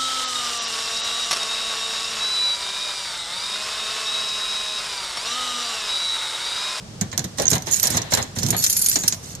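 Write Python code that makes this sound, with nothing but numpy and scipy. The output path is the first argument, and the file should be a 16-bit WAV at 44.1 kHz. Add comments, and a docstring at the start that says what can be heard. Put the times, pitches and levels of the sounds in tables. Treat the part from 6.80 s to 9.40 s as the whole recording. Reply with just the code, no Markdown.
"""Keys tick and scrape in a door lock close to the microphone, to the right, as the door is unlocked and swings open.
Contacts are cracks of coloured noise with short partials, slides are dense runs of tiny blips, glancing edges ping,
and a few keys of the dangling bunch ring on as decaying modes. The bolt knocks in the door: noise bursts rattle
the lock case and thud in the panel, with hollow wooden clonks. A hallway answers the keys and the lock case;
a low room rumble and a faint hiss lie underneath."""
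import sys
import numpy as np
from scipy import signal
from scipy.fft import rfft, irfft
from scipy.io import wavfile

SR = 44100
rng = np.random.default_rng(int(sys.argv[2]) if len(sys.argv) > 2 else 0)


def dump(signal):
    """Clip the signal to [-1, 1] and save it as 16-bit WAV at the path in sys.argv[1]."""
    limited = np.clip(np.atleast_2d(signal).T, -1, 1)
    pcm = np.round(limited * 32767).astype(np.int16)
    wavfile.write(sys.argv[1], SR, pcm)


N = 114660
T = np.arange(N) / SR  # time [s]

# colour of metal contacts, main body: (frequency [Hz], relative level [dB])
METAL_BODY = [(1500, -12.5), (2800, -13), (3600, -10.5), (4150, -6.5), (4700, -8.5), (5600, -1.5),
              (6800, 0.5), (7500, -4.5), (8400, -10), (10000, -36.5)]
# colour of metal contacts, top octave: (frequency [Hz], relative level [dB])
METAL_TOP = [(7000, -18.5), (8600, -2.5), (9700, -1), (10600, -2), (11900, -2.5), (13200, -5),
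             (14200, -5.5), (15200, -38)]

KEY_LIKENESS, DOOR_LIKENESS = 0.17, 0.93  # correlation of left and right
CONTACT_RISE_S = 0.00036
METAL_CHATTER_DB = 1
RING_HIGH_HZ = 14480  # highest partial of the keys


def from_db(db):
    """Decibels to gain."""
    return 10 ** (np.asarray(db) / 20)


def colour(x, points):
    """Minimum-phase filter with the given spectrum and unit power gain, falling steeply past its ends."""
    hz, db = np.transpose(points)
    size = 8192
    octave = np.log2(np.maximum(np.arange(size // 2 + 1) * SR / size, 1))
    ends = np.log2(hz)
    octaves_outside = np.abs(octave - np.clip(octave, ends[0], ends[-1]))
    gain = from_db(np.interp(octave, ends, db) - 20 * octaves_outside)
    gain = gain / np.sqrt(np.mean(gain ** 2)) + 1e-5
    # folding the cepstrum makes the filter causal
    cepstrum = irfft(np.log(gain))
    cepstrum[1:size // 2] *= 2
    cepstrum[size // 2 + 1:] = 0
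    impulse = irfft(np.exp(rfft(cepstrum)))
    return signal.fftconvolve(x, impulse[None], axes=1)[:, :N]


def stereo_noise(likeness):
    """White noise in two channels whose correlation is the likeness."""
    mid, side = rng.standard_normal((2, N))
    return np.sqrt((1 + likeness) / 2) * mid + np.sqrt((1 - likeness) / 2) * side * [[1], [-1]]


def pan(x, right_db):
    """Tilts the level towards the right; a negative value tilts it left."""
    return x * from_db(np.array([[-.5], [.5]]) * right_db)


def decays(times, levels_db, lengths_s):
    """Envelope of sudden blows that die exponentially and add in power."""
    power = np.zeros(N)
    for s, db, time_constant in np.broadcast(times, levels_db, lengths_s):
        i = int(s * SR)
        age = T[:N - i][:SR // 3]
        power[i:i + len(age)] += from_db(db) ** 2 * np.exp(-2 * age / time_constant)
    return np.sqrt(power)


def soften(envelope, rise_s):
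    """Rounds the attacks of an envelope with a one-pole smoother."""
    r = np.exp(-1 / (rise_s * SR))
    return signal.lfilter([1 - r], [1, -r], envelope)


def chatter(depth_db):
    """Loose metal touches and parts again: a fast uneven gain of unit power."""
    knots_per_s = 350
    knots = np.clip(rng.standard_normal(N // 10), -2, 2)
    gain = from_db(depth_db * np.interp(T * knots_per_s, np.arange(len(knots)), knots))
    return gain / np.sqrt(np.mean(gain ** 2))


def partials(times, levels_db, low_hz, high_hz, t60, count=7):
    """Each blow rings its own random set of partials, in different phases on each side."""
    out, age = np.zeros((2, N)), T[:SR // 5]
    fade = from_db(-60 * age / t60) * np.sqrt(2 / count)
    for s, db in zip(times, levels_db):
        i = int(s * SR)
        pitch, phase, *side_phases = rng.random((4, count, 1))
        hz = low_hz + (high_hz - low_hz) * pitch
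        cycles = hz * age + phase + np.array(side_phases) * .5
        ring = np.sin(2 * np.pi * cycles).sum(1)
        out[:, i:i + len(age)] += (from_db(db) * fade * ring)[:, :N - i]
    return out


def blips(times, levels_db, pitches_hz, swell_s):
    """Tiny tones that swell and die within milliseconds, in a different phase on each side."""
    out, age = np.zeros((2, N)), T[:SR // 60]
    shape = age / swell_s * np.exp(1 - age / swell_s)
    phases = rng.random((len(times), 2, 1)) * .5
    for s, db, hz, phase in zip(times, levels_db, pitches_hz, phases):
        i = int(s * SR)
        tone = np.sin(2 * np.pi * (hz * age + phase))
        out[:, i:i + len(age)] += (from_db(db) * shape * tone)[:, :N - i]
    return out


def room(x, wet_db):
    """Adds the short diffuse tail of a hallway: decaying noise after a small gap."""
    t60, gap_s = 0.43, 0.0078
    age = T[:SR // 2]
    tail = rng.standard_normal((2, len(age))) * from_db(-60 * age / t60) * (age > gap_s)
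    tail /= np.sqrt(np.sum(tail ** 2, axis=1, keepdims=True))
    return x + from_db(wet_db) * signal.fftconvolve(x, tail, axes=1)[:, :N]


def background():
    """Low rumble, nearly alike on both sides, under a faint diffuse hiss."""
    # colour of the room: (frequency [Hz], relative level [dB])
    room_colour = [(25, -23), (60, -9), (110, -2.5), (170, -5.5), (300, -14.5), (600, -18), (2200, -28.5),
                   (5500, -25), (8500, -31), (14500, -50.5)]
    level_db, split_hz, hiss_likeness, rumble_side_db = -38.5, 473, 0.023, 1.0
    low_pass = signal.butter(2, split_hz, fs=SR, output="sos")
    high_pass = signal.butter(2, split_hz, "high", fs=SR, output="sos")
    rumble = signal.sosfilt(low_pass, stereo_noise(DOOR_LIKENESS))
    hiss = signal.sosfilt(high_pass, stereo_noise(hiss_likeness))
    return from_db(level_db) * colour(pan(rumble, rumble_side_db) + hiss, room_colour)


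def ticks():
    """Each contact is a hard crack, then milliseconds of unevenly buzzing metal and a few short partials."""
    # contacts of keys and lock: (time [s], level [dB], top octave re body [dB], buzz re contact [dB]),
    # the levels before the offsets below
    contacts = [(0.2113, -8.5, -11, -8.5), (0.316, -23.5, -30, -6), (0.329, -24, -13.5, -6.5),
                (0.377, -4.5, -5.5, -12.5), (0.393, -6, -14, -16), (0.4422, -22.5, -7, -2),
                (0.584, -17.5, -12, -3.5), (0.5982, -10.5, -12, -9.5), (0.619, -16, -2, -6),
                (0.7022, -10, -2.5, -6), (0.714, -8.5, -6.5, -5), (0.7322, -3.5, -8.5, -11),
                (0.754, -10.5, -5, -13.5), (0.7808, -14, -10, -21), (0.822, -19, -6, -14),
                (0.8698, -16, -10, -15), (0.934, -20.5, -1, 1.5), (0.9606, -12.5, 1.5, -16),
                (0.973, -16, -2, -13), (0.9982, -6, 1, -16), (1.029, -12.5, -5, -3.5), (1.037, -13, -6, 0),
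                (1.048, -16, 1, -9), (1.0701, -19.5, -2.5, 6.5), (1.1031, -19, 3.5, -3.5),
                (1.1696, -11, -5, -4), (1.1771, -9.5, -24, -5.5), (1.217, -14, -18, -7.5),
                (1.32, -26.5, -11, 10), (1.336, -6, -6.5, -4), (1.3498, -6, -1, -23),
                (1.3728, -16, -7.5, -6), (1.4265, -13.5, -15, -9), (1.5863, -18.5, -9, 1),
                (1.6309, -15.5, -8.5, -0.5), (1.664, -11, -8, -9.5), (1.6854, -20.5, -2.5, -1.5),
                (1.7047, -13, 1.5, -0.5), (1.8237, -20, -9, 2), (1.8393, -4.5, -3, -3.5),
                (1.8445, -6, -5, -4.5), (1.8637, -6.5, -12, -4), (1.8973, -11.5, 0, -3),
                (1.9268, -17, 4, 0), (1.9658, -4.5, -12, -10.5), (1.9925, -25.5, 13, -2),
                (2.0152, -21.5, 7.5, -1), (2.0615, -7.5, 2.5, -7.5), (2.115, -6.5, -9, -18),
                (2.128, -18, -16, -2), (2.157, -4.5, -21, -4), (2.2353, -23, -6.5, 4.5),
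                (2.2783, -10, 0.5, 2), (2.324, -9, -19, -6), (2.3448, -19, -12, -11),
                (2.551, -17.5, -9.5, -10)]
    crack_db, buzz_db, ring_db = -0.5, -5.5, -9
    crack_s, body_buzz_s, top_buzz_s = 0.00046, 0.0079, 0.0059  # decay time constants
    ring_t60, ring_low_hz, ring_split_hz = 0.044, 3111, 8600
    s, db, top, buzz = np.transpose(contacts)
    rebounds = chatter(METAL_CHATTER_DB)

    def strike(level_db, buzz_s, low_hz, high_hz):
        """One band of the contacts: crack and buzz as noise, with partials ringing inside the band."""
        crack = decays(s, level_db + crack_db, crack_s)
        buzzing = rebounds * decays(s, level_db + buzz + buzz_db, buzz_s)
        envelope = soften(np.hypot(crack, buzzing), CONTACT_RISE_S)
        ring = partials(s, level_db + buzz + ring_db, low_hz, high_hz, ring_t60)
        return envelope * stereo_noise(KEY_LIKENESS) + ring

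    body = strike(db, body_buzz_s, ring_low_hz, ring_split_hz)
    high = strike(db + top, top_buzz_s, ring_split_hz, RING_HIGH_HZ)
    return colour(body, METAL_BODY) + colour(high, METAL_TOP)


def lock():
    """Each knock of bolt or knob rattles the lock case and sets the door panel thudding a little longer."""
    # knocks: (time [s], case level [dB], panel thud level before its offset [dB], case decay [s])
    knocks = [(0.2115, -29, -17.5, 0.02), (0.327, -29.5, -21.5, 0.017), (.378, -31, -20.5, 0.021),
              (.400, -39, -23, 0.023), (0.439, -32.5, -19, 0.018), (0.583, -27, -18, 0.022),
              (0.5958, -26.5, -21.5, 0.023), (0.623, -29.5, -23, 0.072), (.716, -26.5, -10.5, 0.016),
              (0.73, -20.5, -16.5, 0.02), (0.757, -21.5, -15, 0.012), (0.869, -28, -27.5, 0.046),
              (1.029, -28.5, -33, 0.22), (1.101, -38, -21, 0.054), (1.144, -24.5, -13, 0.024),
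              (1.17, -22.5, -22, 0.019), (1.3225, -18, -16, 0.017), (1.337, -23, -36, 0.027),
              (1.372, -18.5, -19, 0.017), (1.389, -25.5, -22, 0.036), (1.563, -33, -17.5, 0.042),
              (1.623, -32.5, -14.5, 0.073), (1.685, -33, -13, 0.041), (1.727, -25, -41, 0.03),
              (1.745, -23.5, -32, 0.013), (2.157, -24.5, -31, 0.019), (2.236, -28, -24, 0.016),
              (2.324, -30.5, -29, 0.012)]
    # colour of the lock case: (frequency [Hz], relative level [dB])
    case_colour = [(150, -8.5), (300, -3.5), (480, -2.5), (620, -2), (800, -2), (1050, -6), (1300, -10.5),
                   (1800, -4), (2150, -8.5), (2600, -12.5), (4100, -5), (7000, -49)]
    # colour of the door panel: (frequency [Hz], relative level [dB])
    panel_colour = [(25, -30.5), (55, -13), (100, -1), (170, -0.5), (220, -4.5), (300, -11), (500, -19),
                    (1200, -55)]
    ring_db, ring_t60, ring_low_hz, ring_high_hz = -14, 0.15, 350, 2400
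    thud_db, thud_rise_s, thud_stretch = -6.5, 0.0035, 1.11
    case_likeness, case_room_db, case_side_db, panel_side_db = 0.019, -13.5, -2.5, 1.5
    s, db, thud, decay_s = np.transpose(knocks)
    rattle = soften(decays(s, db, decay_s), 2 * CONTACT_RISE_S) * stereo_noise(case_likeness)
    ring = partials(s, db + ring_db, ring_low_hz, ring_high_hz, ring_t60)
    case = colour(rattle + ring, case_colour)
    swell = soften(decays(s, thud + thud_db, decay_s * thud_stretch), thud_rise_s)
    panel = colour(swell * stereo_noise(DOOR_LIKENESS), panel_colour)
    return pan(room(case, case_room_db), case_side_db) + pan(panel, panel_side_db)


def clonks():
    """A firm blow rings a cluster of the door's wooden modes around one pitch."""
    # hollow clonks: (time [s], level [dB], pitch [Hz])
    blows = [(0.2134, -20.5, 189.3), (0.5957, -17.5, 486.5), (.599, -25, 738), (1.388, -27, 842),
             (2.161, -25.5, 258)]
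    t60, q = 0.15, 3.5  # the modes spread by pitch / q to either side
    out = np.zeros((2, N))
    for s, db, hz in blows:
        modes = partials([s], [db], hz * (1 - 1 / q), hz * (1 + 1 / q), t60)
        wood = colour(modes, [(hz / 2, 0), (hz * 2, 0)])
        # a narrow band of unit power gain is loud inside: bring it back down
        out += wood * np.sqrt(2 * hz / (SR / 2))
    return out


def slides():
    """Sliding metal catches in a dense run of tiny uneven blips, each at its own pitch, over a little hiss."""
    # strokes: (start [s], end [s], level before its offset [dB], top octave re body [dB])
    strokes = [(0.575, 0.647, -29, -10), (0.688, 0.771, -26.5, -4), (0.861, 0.917, -29, -8),
               (0.913, 1.014, -24, -4.5), (1.02, 1.084, -22, -5), (1.097, 1.181, -23, -8),
               (1.307, 1.391, -26, -10), (1.385, 1.447, -37.5, -4), (1.556, 1.754, -30, -8),
               (1.764, 1.855, -24, -8), (1.828, 2.175, -24, -0.5), (2.11, 2.353, -28.5, -9),
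               (2.427, 2.541, -35, -7)]
    slide_db, edge_s = -7, 0.012
    grains_per_s, grain_s, spread_db, hiss_db = 4500, .002, 2.2, -4
    chance, pitch, size = rng.random((3, N))
    caught = chance < grains_per_s / SR
    grain_db = spread_db * np.minimum(-np.log(size[caught]), 4)  # a few catch much harder
    grains = blips(T[caught], grain_db, pitch[caught] * SR / 2, grain_s)
    hiss = from_db(hiss_db) * chatter(METAL_CHATTER_DB) * stereo_noise(KEY_LIKENESS)
    scrape = grains / np.sqrt(np.mean(grains ** 2)) + hiss
    body, high = np.zeros((2, N))
    for start, end, db, top in strokes:
        ramps = np.minimum(T - start, end - T) / edge_s + .5
        stroke = from_db(db + slide_db) * np.clip(ramps, 0, 1)
        body += stroke
        high += stroke * from_db(top)
    return colour(body * scrape, METAL_BODY) + colour(high * scrape, METAL_TOP)


def pings():
    """A key's edge glances off another: one short pitched blip with a faint crack of metal."""
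    # glancing touches: (time [s], level [dB], pitch [Hz])
    touches = [(.6545, -12, 6330), (.6675, -13, 6590), (0.6795, -3, 6330), (0.727, -21, 6640),
               (0.7344, -21, 4030), (0.92, -16, 7160), (.926, -13, 6520), (.933, -14, 6750),
               (0.942, -9, 6890), (.967, -16.5, 7970), (1.0297, -8.5, 11980), (1.0539, -11.5, 7120),
               (1.107, -22, 10100), (1.337, -11.5, 4120), (1.349, -14.5, 7400), (1.4188, -24.5, 5200),
               (1.866, -14, 6800), (2.017, -18, 9950), (2.044, -13, 11864), (2.061, -9.5, 6600),
               (2.085, -7, 10000), (2.096, -10, 11600), (2.281, -7, 5560)]
    swell_s, crack_db = .0016, -8.5
    s, db, hz = np.transpose(touches)
    envelope = soften(decays(s, db + crack_db, 2 * swell_s), CONTACT_RISE_S)
    crack = envelope * stereo_noise(KEY_LIKENESS)
    return blips(s, db, hz, swell_s) + colour(crack, METAL_BODY)


def chimes():
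    """A struck hanging key rings its modes, slightly detuned, broken by chatter, and jostles its neighbours."""
    # strikes: (time [s], level before its offset [dB], which key)
    strikes = [(.912, -17, 2), (.926, -18, 2), (1.766, -25, 0), (1.782, -24, 0), (1.899, -21, 1),
               (1.967, -20.5, 1), (2.019, -19.5, 1), (2.061, -21, 1), (2.087, -17.5, 1), (2.187, -21, 2)]
    # for each of three keys, its modes: (frequency before detuning [Hz], relative level [dB], t60 [s])
    key_modes = [
        [(4420, -2.5, 0.27), (6900, 6.5, 0.1), (11348, 3, 0.38), (11900, -5, 0.22), (12800, -3, 0.18)],
        [(4800, -9, 0.26), (7100, -3, 0.36), (8140, -12, 0.46), (9500, -6, 0.18), (10060, 2, 0.095),
         (11600, 2.5, 0.1), (12441, -6, 0.11)],
        [(6720, 3, 0.15), (7090, -8, .12), (7880, -14, 0.37)],
    ]
    chime_db, spread_db, chatter_db, detune = -0.5, 1.5, 5.5, .0022  # detune as a fraction of pitch
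    neighbours_db, neighbours_low_hz, neighbours_t60 = -8, 4130, .13
    out, age = np.zeros((2, N)), T[:SR // 3]
    for s, db, key in strikes:
        i = int(s * SR)
        for hz, mode_db, t60 in key_modes[key]:
            gain = from_db(chime_db + db + mode_db + spread_db * rng.standard_normal((2, 1)))
            pitch = hz * (1 + detune * rng.standard_normal())
            tone = np.sin(2 * np.pi * (pitch * age + rng.random((2, 1))))
            out[:, i:i + len(age)] += (gain * tone * from_db(-60 * age / t60))[:, :N - i]
    s, db, _ = np.transpose(strikes)
    neighbours = partials(s, db + neighbours_db, neighbours_low_hz, RING_HIGH_HZ, neighbours_t60, count=20)
    return out * chatter(chatter_db) + neighbours


def keys():
    """The bunch hangs to the right: its sound reaches the left side later, and weaker in the treble."""
    # treble, right over left: (time [s], level [dB])
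    treble_side = [(.2, 10.5), (.7, 10.5), (1.05, 7), (1.3, 9), (1.68, 9.5), (1.85, 0.5), (2.3, 3.5)]
    left_lag_s, shadow_above_hz, room_db = 0.00044, 3300, -20
    left, right = room(ticks() + slides() + pings() + chimes(), room_db)
    both = np.array([np.roll(left, int(left_lag_s * SR)), right])
    low = signal.sosfilt(signal.butter(3, shadow_above_hz, "low", fs=SR, output="sos"), both)
    high = signal.sosfilt(signal.butter(3, shadow_above_hz, "high", fs=SR, output="sos"), both)
    return low + pan(high, np.interp(T, *np.transpose(treble_side)))


def scene():
    """Room, keys, lock and door together."""
    return background() + keys() + lock() + clonks()


def record(dry):
    """The sharpest peaks are rounded and the top is cut steeply."""
    cutoff_hz = 14900
    rounded = .9 * np.tanh(dry / .9)
    low_pass = signal.ellip(8, .3, 75, cutoff_hz, fs=SR, output="sos")
    return signal.sosfilt(low_pass, rounded)


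dry = scene()
out = record(dry)
dump(out)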